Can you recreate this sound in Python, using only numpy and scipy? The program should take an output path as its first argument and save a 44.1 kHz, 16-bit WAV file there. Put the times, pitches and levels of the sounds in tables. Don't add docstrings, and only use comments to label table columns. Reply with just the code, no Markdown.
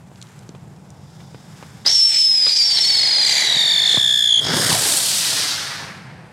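import sys
import numpy as np
from scipy import signal
from scipy.fft import rfft, irfft
from scipy.io import wavfile

SR = 44100
rng = np.random.default_rng(int(sys.argv[2]) if len(sys.argv) > 2 else 0)


def wav_out(sig):
    wavfile.write(sys.argv[1], SR, np.round(np.clip(np.atleast_2d(sig).T, -1, 1) * 32767).astype(np.int16))


N = 279020
TIME = np.arange(N) / SR
CUTOFF_HZ = 15800

# (t/s, pitch f/Hz, level/dB, roughness 0-1, half-order level/dB re the whistle)
FIRST_TUBE = [(1.864, 4934, -10.5, 0.66, -37), (1.885, 5190, -16.5, 0.8, -47), (1.91, 5480, -16, 0.6, -38),
              (1.95, 5470, -14, 0.34, -28), (2.0, 5360, -13, 0.27, -20), (2.028, 5330, -11.5, 0, -29),
              (2.045, 5445, -11.5, 0.1, -24.5), (2.12, 5345, -18.5, 0.2, -13),
              (2.15, 5240, -17.5, 0.43, -11.5), (2.2, 5295, -12, 0.17, -19.5),
              (2.3, 5167, -14.5, 0.11, -30), (2.38, 5097, -15, 0.18, -20), (2.45, 4974, -6.5, 0.19, -27),
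              (2.5, 4934, -21.5, 0.31, -18), (2.56, 4820, -16, 0.05, -23), (2.62, 4704, -17, 0.34, -18.5),
              (2.7, 4670, -17.5, 0.38, -24), (2.755, 4570, -20, 0.19, -28), (2.775, 4230, -15.5, 0.81, -20),
              (2.815, 4123, -32, 0.77, -13), (2.845, 4380, -18, 0.38, -21), (2.9, 4486, -16.5, 0.15, -20),
              (3.0, 4340, -18, 0.29, -22), (3.1, 4324, -20, 0.34, -16.5), (3.2, 4206, -18, 0.35, -18.5),
              (3.3, 4063, -25.5, 0.46, -7), (3.4, 3990, -23.5, 0.45, -5.5), (3.5, 3864, -17, 0.16, -14),
              (3.56, 3770, -19.5, 0.29, -19), (3.6, 3680, -15.5, 0.04, -18.5),
              (3.7, 3582, -16.5, 0.11, -18.5), (3.8, 3526, -17, 0.11, -18.5), (3.9, 3495, -16.5, 0.13, -21),
              (4.0, 3458, -16, 0.02, -18), (4.1, 3430, -15, 0.07, -20.5), (4.2, 3399, -16.5, 0, -16.5),
              (4.28, 3381, -15, 0.02, -24), (4.34, 3297, -13, 0.02, -53), (4.403, 3265, -15.5, 0, -41)]
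SECOND_TUBE = [(2.465, 3817, -21, 0.95, -27), (2.48, 4367, -25, 0.76, -27), (2.5, 4620, -14, 0.91, -26),
               (2.55, 5000, -23.5, 0.79, -25), (2.58, 5250, -19.5, 0.91, -15),
               (2.66, 5430, -19.5, 0.18, -32), (2.74, 5390, -21, 0.21, -32), (2.81, 5350, -16.5, .2, -24),
               (2.9, 5310, -21, 0.19, -30), (3.0, 5077, -20.5, 0.17, -27), (3.1, 4917, -18.5, 0.28, -23),
               (3.2, 4840, -17.5, 0.21, -23), (3.3, 4715, -19.5, 0.36, -12), (3.4, 4615, -21.5, .45, -7),
               (3.5, 4590, -30, 0.511, -8), (3.6, 4493, -23, 0.33, -11.5), (3.7, 4506, -22, .2, -13.5),
               (3.8, 4344, -25, 0.29, -12), (3.88, 4250, -23.5, 0.56, -14), (3.95, 4060, -27, .5, -10),
               (4.0, 4096, -37, 0.55, -24)]
# (t/s, rotation rate/turns per s)
SPIN = [(2.3, 0.0), (2.5, 8.51), (2.7, 10.83), (2.9, 19.93), (3.0, 24.08), (3.2, 29.26), (3.45, 38.92),
        (3.7, 48.63), (3.88, 53.47), (4.02, 63.74), (4.15, 60.7), (4.41, 57.92)]
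# (t/s, rush level/dB, hiss level/dB)
EXHAUST = [(1.862, -37.5, -31), (1.9, -36.5, -24), (1.96, -54, -26), (2.03, -70, -29), (2.09, -49, -29.5),
           (2.15, -43.5, -27.5), (2.21, -54.5, -27.5), (2.3, -51, -33), (2.42, -45.5, -37),
           (2.5, -45.5, -30), (2.6, -49, -33), (2.72, -41, -27), (2.78, -39.5, -26), (2.85, -42.5, -25),
           (3.0, -38, -26.5), (3.15, -37, -34), (3.3, -36.5, -22), (3.42, -34, -26.5), (3.55, -34.5, -30),
           (3.65, -38, -35), (3.8, -38.5, -39), (3.92, -37.5, -28.5), (4.03, -45.5, -34), (4.15, -50, -34),
           (4.3, -48.5, -35), (4.4, -44, -43)]
# (f/Hz, relative level/dB per Hz)
RUSH_COLOUR = [(60, -35), (130, -18), (250, -10.5), (450, -9.5), (830, -3), (1300, -14), (1600, -5.5),
               (2050, 1), (2650, -11), (3400, 4), (4500, 0.5), (6000, -40)]
EXHAUST_HISS_COLOUR = [(2000, -31), (3000, 3.5), (4000, 7.5), (6000, -1), (8200, 1.5), (9500, -11.5),
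                       (12000, -16.5), (16000, -30)]


def spinner():
    turns_per_s, = in_time(SPIN)
    angle = 2 * np.pi * np.cumsum(turns_per_s) / SR
    spun_up = np.clip(turns_per_s / 60, 0, 1) ** 0.18
    burn = dict(lead=.5, jitter_hz=190, skirt_db=-6, flutter_db=3.5)
    first = whistle(FIRST_TUBE, angle, beam=.72 * spun_up, **burn)
    second = whistle(SECOND_TUBE, angle + np.pi, beam=.75 * spun_up, **burn)
    rush_db, hiss_db = in_time(EXHAUST)
    rush = from_db(rush_db + 10.5) * noise(RUSH_COLOUR, grain_db=-0.5)
    hiss = from_db(hiss_db - 0.5) * noise(EXHAUST_HISS_COLOUR, grain_db=3.0)
    twice_a_turn = swing(2 * angle, 0.37 * spun_up, lead=0.99)
    gas = (rush + hiss) * twice_a_turn * burning(1.862, 4.4, 0.016)
    return first + second + gas


# (multiple of the pitch, level/dB when not shrill)
OVERTONES = [(2, -15.5), (3, -23), (4, -39)]
# (multiple of the pitch, level/dB re the half-order level)
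HALF_ORDERS = [(.5, 1.5), (1.5, -0.5), (2.5, -7.5), (3.5, -1)]
ARM_M, SOUND_SPEED = .038, 343


def whistle(tube, angle, beam, lead, jitter_hz, skirt_db, flutter_db):
    pitch, level_db, rough, half_db = in_time(tube)
    rough = np.clip(rough, 0, 1)
    cycles = np.cumsum(pitch + jitter_hz * rough * drift(295.8)) / SR
    path_cycles = pitch * ARM_M * np.cos(angle) / SOUND_SPEED
    phase = 2 * np.pi * (cycles + path_cycles)

    shrill = np.clip(np.log2(pitch / 3400), 0, 1)
    fray = np.clip(.15 + 1.1 * rough + .7 * shrill, 0, 1)
    upper = from_db(-19 * shrill) * partials(phase, pitch, OVERTONES, fray)
    halves = from_db(half_db) * partials(phase, pitch, HALF_ORDERS, fray)
    notched = filtered(upper + halves, [2400, 2950], "bandstop", order=1)
    colour = filtered(notched, 10800, order=6)

    skirt = from_db(skirt_db) * rough * (drift(760) * np.sin(phase) + drift(620) * np.cos(phase))
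    pure = np.sqrt(1 - .6 * rough ** 2) * np.sin(phase)
    tone = np.sqrt(2) * (pure + skirt + colour)
    flutter = from_db(flutter_db * np.sqrt(rough) * np.clip(drift(85), -2, 1))
    level = from_db(level_db) * burning(tube[0][0], tube[-1][0], 0.0034)
    return tone * flutter * swing(angle, beam, lead) * level


def partials(phase, pitch, levels, fray):
    along, across, out = drift(240), drift(220), 0
    for multiple, db in levels:
        order = round(2 * multiple) / 2
        sine, cosine = np.sin(order * phase), np.cos(order * phase)
        shift = rng.integers(N)
        band = (np.roll(along, shift) * sine + np.roll(across, shift) * cosine) / np.sqrt(2)
        line = np.sqrt(1 - fray ** 2) * sine + fray * band
        out = out + from_db(db) * line * (order * pitch < CUTOFF_HZ)
    return out


def swing(angle, depth, lead):
    depth = np.clip(depth, 0, .9)
    return (1 + depth * np.cos(angle + lead)) / np.sqrt(1 + depth ** 2 / 2)


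# (t/s, ground blast level/dB, rush level/dB, hiss level/dB, sparks level/dB)
LIFT = [(4.41, -27.5, -37.5, -33, -31), (4.45, -28.5, -32, -24.5, -36), (4.49, -26, -29, -25.5, -39),
        (4.54, -24.5, -24.5, -22.5, -30), (4.59, -22.5, -29, -21.5, -23.5), (4.65, -29, -27, -22, -24.5),
        (4.72, -25.5, -26.5, -21.5, -22.5), (4.8, -36.5, -30, -24.5, -22), (4.88, -31, -29.5, -22, -19.5),
        (4.97, -38, -33, -22.7, -19.5), (5.08, -42.5, -37.5, -23.5, -22), (5.2, -41, -33.4, -22, -22.5),
        (5.32, -39.5, -30.5, -21.5, -24.5), (5.43, -38.5, -31, -22.5, -28), (5.53, -42, -31, -24.5, -32.5),
        (5.63, -43, -32, -28.5, -37), (5.73, -44.5, -31.5, -33.5, -42), (5.83, -43, -36.5, -37.0, -47.5),
        (5.92, -49, -37, -48, -56), (6.0, -51, -43.5, -56, -61), (6.1, -53.5, -46.1, -63, -65.7),
        (6.2, -50, -48, -63.5, -66.5), (6.32, -52, -51, -67, -66)]
# (t/s, lag/ms)
GROUND_LAG = [(4.7, 0.57), (4.85, 2.43), (5.0, 3.93), (5.15, 5.45), (5.3, 6.24), (5.55, 7.05), (5.9, 7.55),
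              (6.33, 8)]
# (f/Hz, relative level/dB per Hz)
BLAST_COLOUR = [(40, -33), (70, -20.5), (110, 5.5), (220, 1), (420, 0), (900, 3.5), (1300, -10.5),
                (2500, -39)]
JET_RUSH_COLOUR = [(500, -20), (1200, -2), (1650, 1.5), (2100, -0.5), (2700, -6), (4000, -22),
                   (8000, -36.5)]
JET_HISS_COLOUR = [(2200, -10.5), (3200, -0.5), (4400, 3.5), (5500, 1.5), (6800, -6), (9000, -33)]
SPARK_COLOUR = [(5000, -15), (7000, -1.5), (8400, 1.5), (10000, -3), (12500, -9.5), (16000, -23)]


def lift():
    blast_db, rush_db, hiss_db, spark_db = in_time(LIFT)
    jet = from_db(blast_db + 1.3) * noise(BLAST_COLOUR, grain_db=5.5)
    jet += from_db(rush_db - 1.65) * noise(JET_RUSH_COLOUR, grain_db=3.0)
    jet += from_db(hiss_db + 0.16) * noise(JET_HISS_COLOUR, grain_db=2.0)
    jet += from_db(spark_db) * noise(SPARK_COLOUR, grain_db=1.5)
    lag_ms, = in_time(GROUND_LAG)
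    splutter_db = .6 + 1.2 * np.exp(-lag_ms / 3)
    jet *= from_db(splutter_db * drift(60))
    reflection = from_db(-5.5) * filtered(delayed(jet, lag_ms / 1000), 7000, order=1)
    catching = np.clip(.45 + (TIME - LIFT[0][0]) / .14, 0, 1) ** 1.5
    return (jet + reflection) * catching


# (t/s, peak level/dB, centre f/Hz)
CRACKLES = [(.158, -35.5, 4000), (0.215, -28, 4840), (0.225, -26.5, 4400), (0.2265, -27, 6150),
            (0.27, -38, 4000), (.391, -34.5, 6570), (.491, -29.5, 5000), (0.5502, -41, 3000),
            (.763, -43, 5500), (.904, -34, 6600)]
# (t/s, length/s, greatest gain/dB)
FLARES = [(.1, 0.4, 5), (1.42, 0.44, 7.6)]
# (f/Hz, relative level/dB per Hz)
FUSE_COLOUR = [(900, 2), (1150, 7), (1450, 8), (1900, 4), (2600, 0.5), (4200, -3.5), (6000, -3.5),
               (7500, -1.5), (9000, -6.5), (12000, -11.5), (16000, -24)]
PRIMER_COLOUR = [(1000, -1), (1450, -6), (2100, -4.5), (2700, -11), (3600, 2.5), (4250, -6), (5050, 4.5),
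                 (6200, -5), (7100, -4), (9000, -9), (16000, -24)]
FUSE_DB, FUSE_END_S = -57.5, 1.84
PRIMER_DB, PRIMER_FULL_S, PRIMER_SWELL_DB_PER_S = -55, 1.17, 30


def fuse():
    fuse_db = FUSE_DB
    for s, length_s, db in FLARES:
        fuse_db = fuse_db + db * np.sqrt(abs(np.sin(np.pi * ramp(s, length_s))))
    primer_db = PRIMER_DB - PRIMER_SWELL_DB_PER_S * np.maximum(PRIMER_FULL_S - TIME, 0)
    hiss = from_db(fuse_db) * noise(FUSE_COLOUR, grain_db=2)
    hiss += from_db(primer_db) * noise(PRIMER_COLOUR, grain_db=1.0)
    out = hiss * from_db(0.99 * drift(25)) * burning(0, FUSE_END_S, 0.069)
    age = np.arange(SR // 20) / SR
    for s, db, hz in CRACKLES:
        burst = rng.standard_normal(len(age)) * np.exp(-age / 0.0016)
        snap = filtered(burst, [hz / 1.7, hz * 1.46], "band", order=3)
        at = int(s * SR)
        out[at:at + len(age)] += from_db(db) * snap / abs(snap).max()
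    return out


# (t/s, pulse peak level/dB, half-cycle length/ms, trailing puff level/dB re the peak)
POPS = [(0.116, -30, 0.9, -28), (0.492, -25.5, 1.7, -24), (.549, -30, 0.9, -15), (1.204, -38, 0.36, -8),
        (1.346, -24.5, 1.1, -17.5), (1.627, -20.5, .5, -17), (1.853, -28.5, 1.8, -2.5),
        (1.8645, -18, 0.35, -9), (2.465, -23, 0.54, 0), (3.565, -24, 3.3, -26), (3.944, -16.5, 1.04, -11),
        (3.972, -10.5, 0.52, -21), (3.974, -13, 3.74, -16)]


def pops():
    out, age = np.zeros(N), np.arange(SR // 5) / SR
    for s, db, length_ms, puff_db in POPS:
        half_cycles = age / (length_ms / 1000)
        pulse = np.sin(np.pi * half_cycles) * np.exp(-half_cycles * 1.17)
        gas = rms_one(filtered(rng.standard_normal(len(age)), [180, 2600], "band"))
        puff = gas * np.exp(-age / 0.0094)
        at = int(s * SR)
        out[at:at + len(age)] += from_db(db) * (pulse / pulse.max() + from_db(puff_db) * puff)
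    return out


# (delay t/s, level/dB)
ECHOES = [(.035, -20), (.062, -22), (.092, -22), (.128, -22), (.165, -26)]


def surroundings(x):
    echoes = sum(from_db(db) * delayed(x, s) for s, db in ECHOES)
    age = np.arange(SR) / SR
    decay = from_db(-60 * age / 1.47) * (age > .02)
    tails = filtered(rng.standard_normal((2, SR)), 4700) * decay
    tails /= energy(tails)
    mid, side = signal.fftconvolve(x[None], tails, axes=1)[:, :N]
    return filtered(echoes, 7500) + from_db(-20.5) * mid + from_db(-37.5) * side * [[1], [-1]]


def energy(x):
    return np.sqrt(np.sum(x ** 2, axis=1, keepdims=True))


# (t/s, level/dB)
RUMBLE = [(0, -42), (0.25, -44.5), (0.45, -41), (0.53, -40), (0.6, -42), (0.67, -40.4), (0.8, -43),
          (0.97, -39.5), (1.1, -43.5), (1.26, -39.5), (1.45, -42), (1.8, -41.5), (1.93, -45), (2.03, -61.2),
          (2.15, -50.5), (2.3, -51), (2.6, -54.5), (2.8, -47), (3.1, -48.5), (3.5, -47), (3.8, -46),
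          (4.1, -47), (4.35, -48), (5.2, -43.5), (5.5, -47), (5.8, -41.5), (6.1, -39), (6.32, -44.5)]
# (f/Hz, relative level/dB per Hz)
RUMBLE_COLOUR = [(25, -44), (45, -28), (65, -18), (100, -5.5), (145, -0.5), (195, -4.5), (250, -17),
                 (400, -20), (580, -23), (850, -20.5), (1100, -29), (1600, -59)]


def rumble():
    rumble_db, = in_time(RUMBLE)
    return from_db(rumble_db) * noise(RUMBLE_COLOUR)


def from_db(db):
    return 10 ** (np.asarray(db) / 20)


def rms_one(x):
    return x / np.sqrt(np.mean(x ** 2) + 1e-20)


def in_time(rows):
    s, *columns = np.transpose(rows)
    return [np.interp(TIME, s, c) for c in columns]


def since(s):
    return np.maximum(TIME - s, 0)


def ramp(s, length_s):
    return np.minimum(since(s) / length_s, 1)


def burning(start_s, end_s, fade_s):
    return np.clip(1 + np.minimum(TIME - start_s, end_s - TIME) / fade_s, 0, 1)


def filtered(x, hz, kind="low", order=2):
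    sos = signal.butter(order, np.clip(hz, 10, .45 * SR), kind, fs=SR, output="sos")
    return signal.sosfilt(sos, x + 1e-18)


def drift(rate_hz):
    return rms_one(filtered(rng.standard_normal(N + SR), rate_hz)[SR:])


def noise(colour, grain_db=0):
    grains = from_db(grain_db * np.clip(drift(1200), -3, 3))
    white = rng.standard_normal(N) * grains
    hz, db = np.transpose(colour)
    log_hz = np.log(np.fft.rfftfreq(N, 1 / SR) + 1)
    outside = abs(log_hz - np.clip(log_hz, np.log(hz[0]), np.log(hz[-1])))
    gain = from_db(np.interp(log_hz, np.log(hz), db) - 25 * outside)
    return rms_one(irfft(rfft(white) * gain, N))


def delayed(x, lag_s):
    return np.interp(TIME - lag_s, TIME, x, left=0)


def scene():
    firework = spinner() + lift() + fuse() + filtered(pops(), 104, "high", order=4)
    front = firework + rumble()
    scattered = delayed(front, .011)
    side = from_db(-21) * filtered(scattered, 1600)
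    side += from_db(-16) * filtered(scattered, 6500, "high", order=4)
    return front + surroundings(firework) + side * [[1], [-1]]


def record(dry):
    rounded = dry / (1 + (dry / .66) ** 8) ** (1 / 8)
    return signal.sosfilt(signal.ellip(10, .1, 80, CUTOFF_HZ, fs=SR, output="sos"), rounded)


dry = scene()
out = record(dry)
wav_out(out)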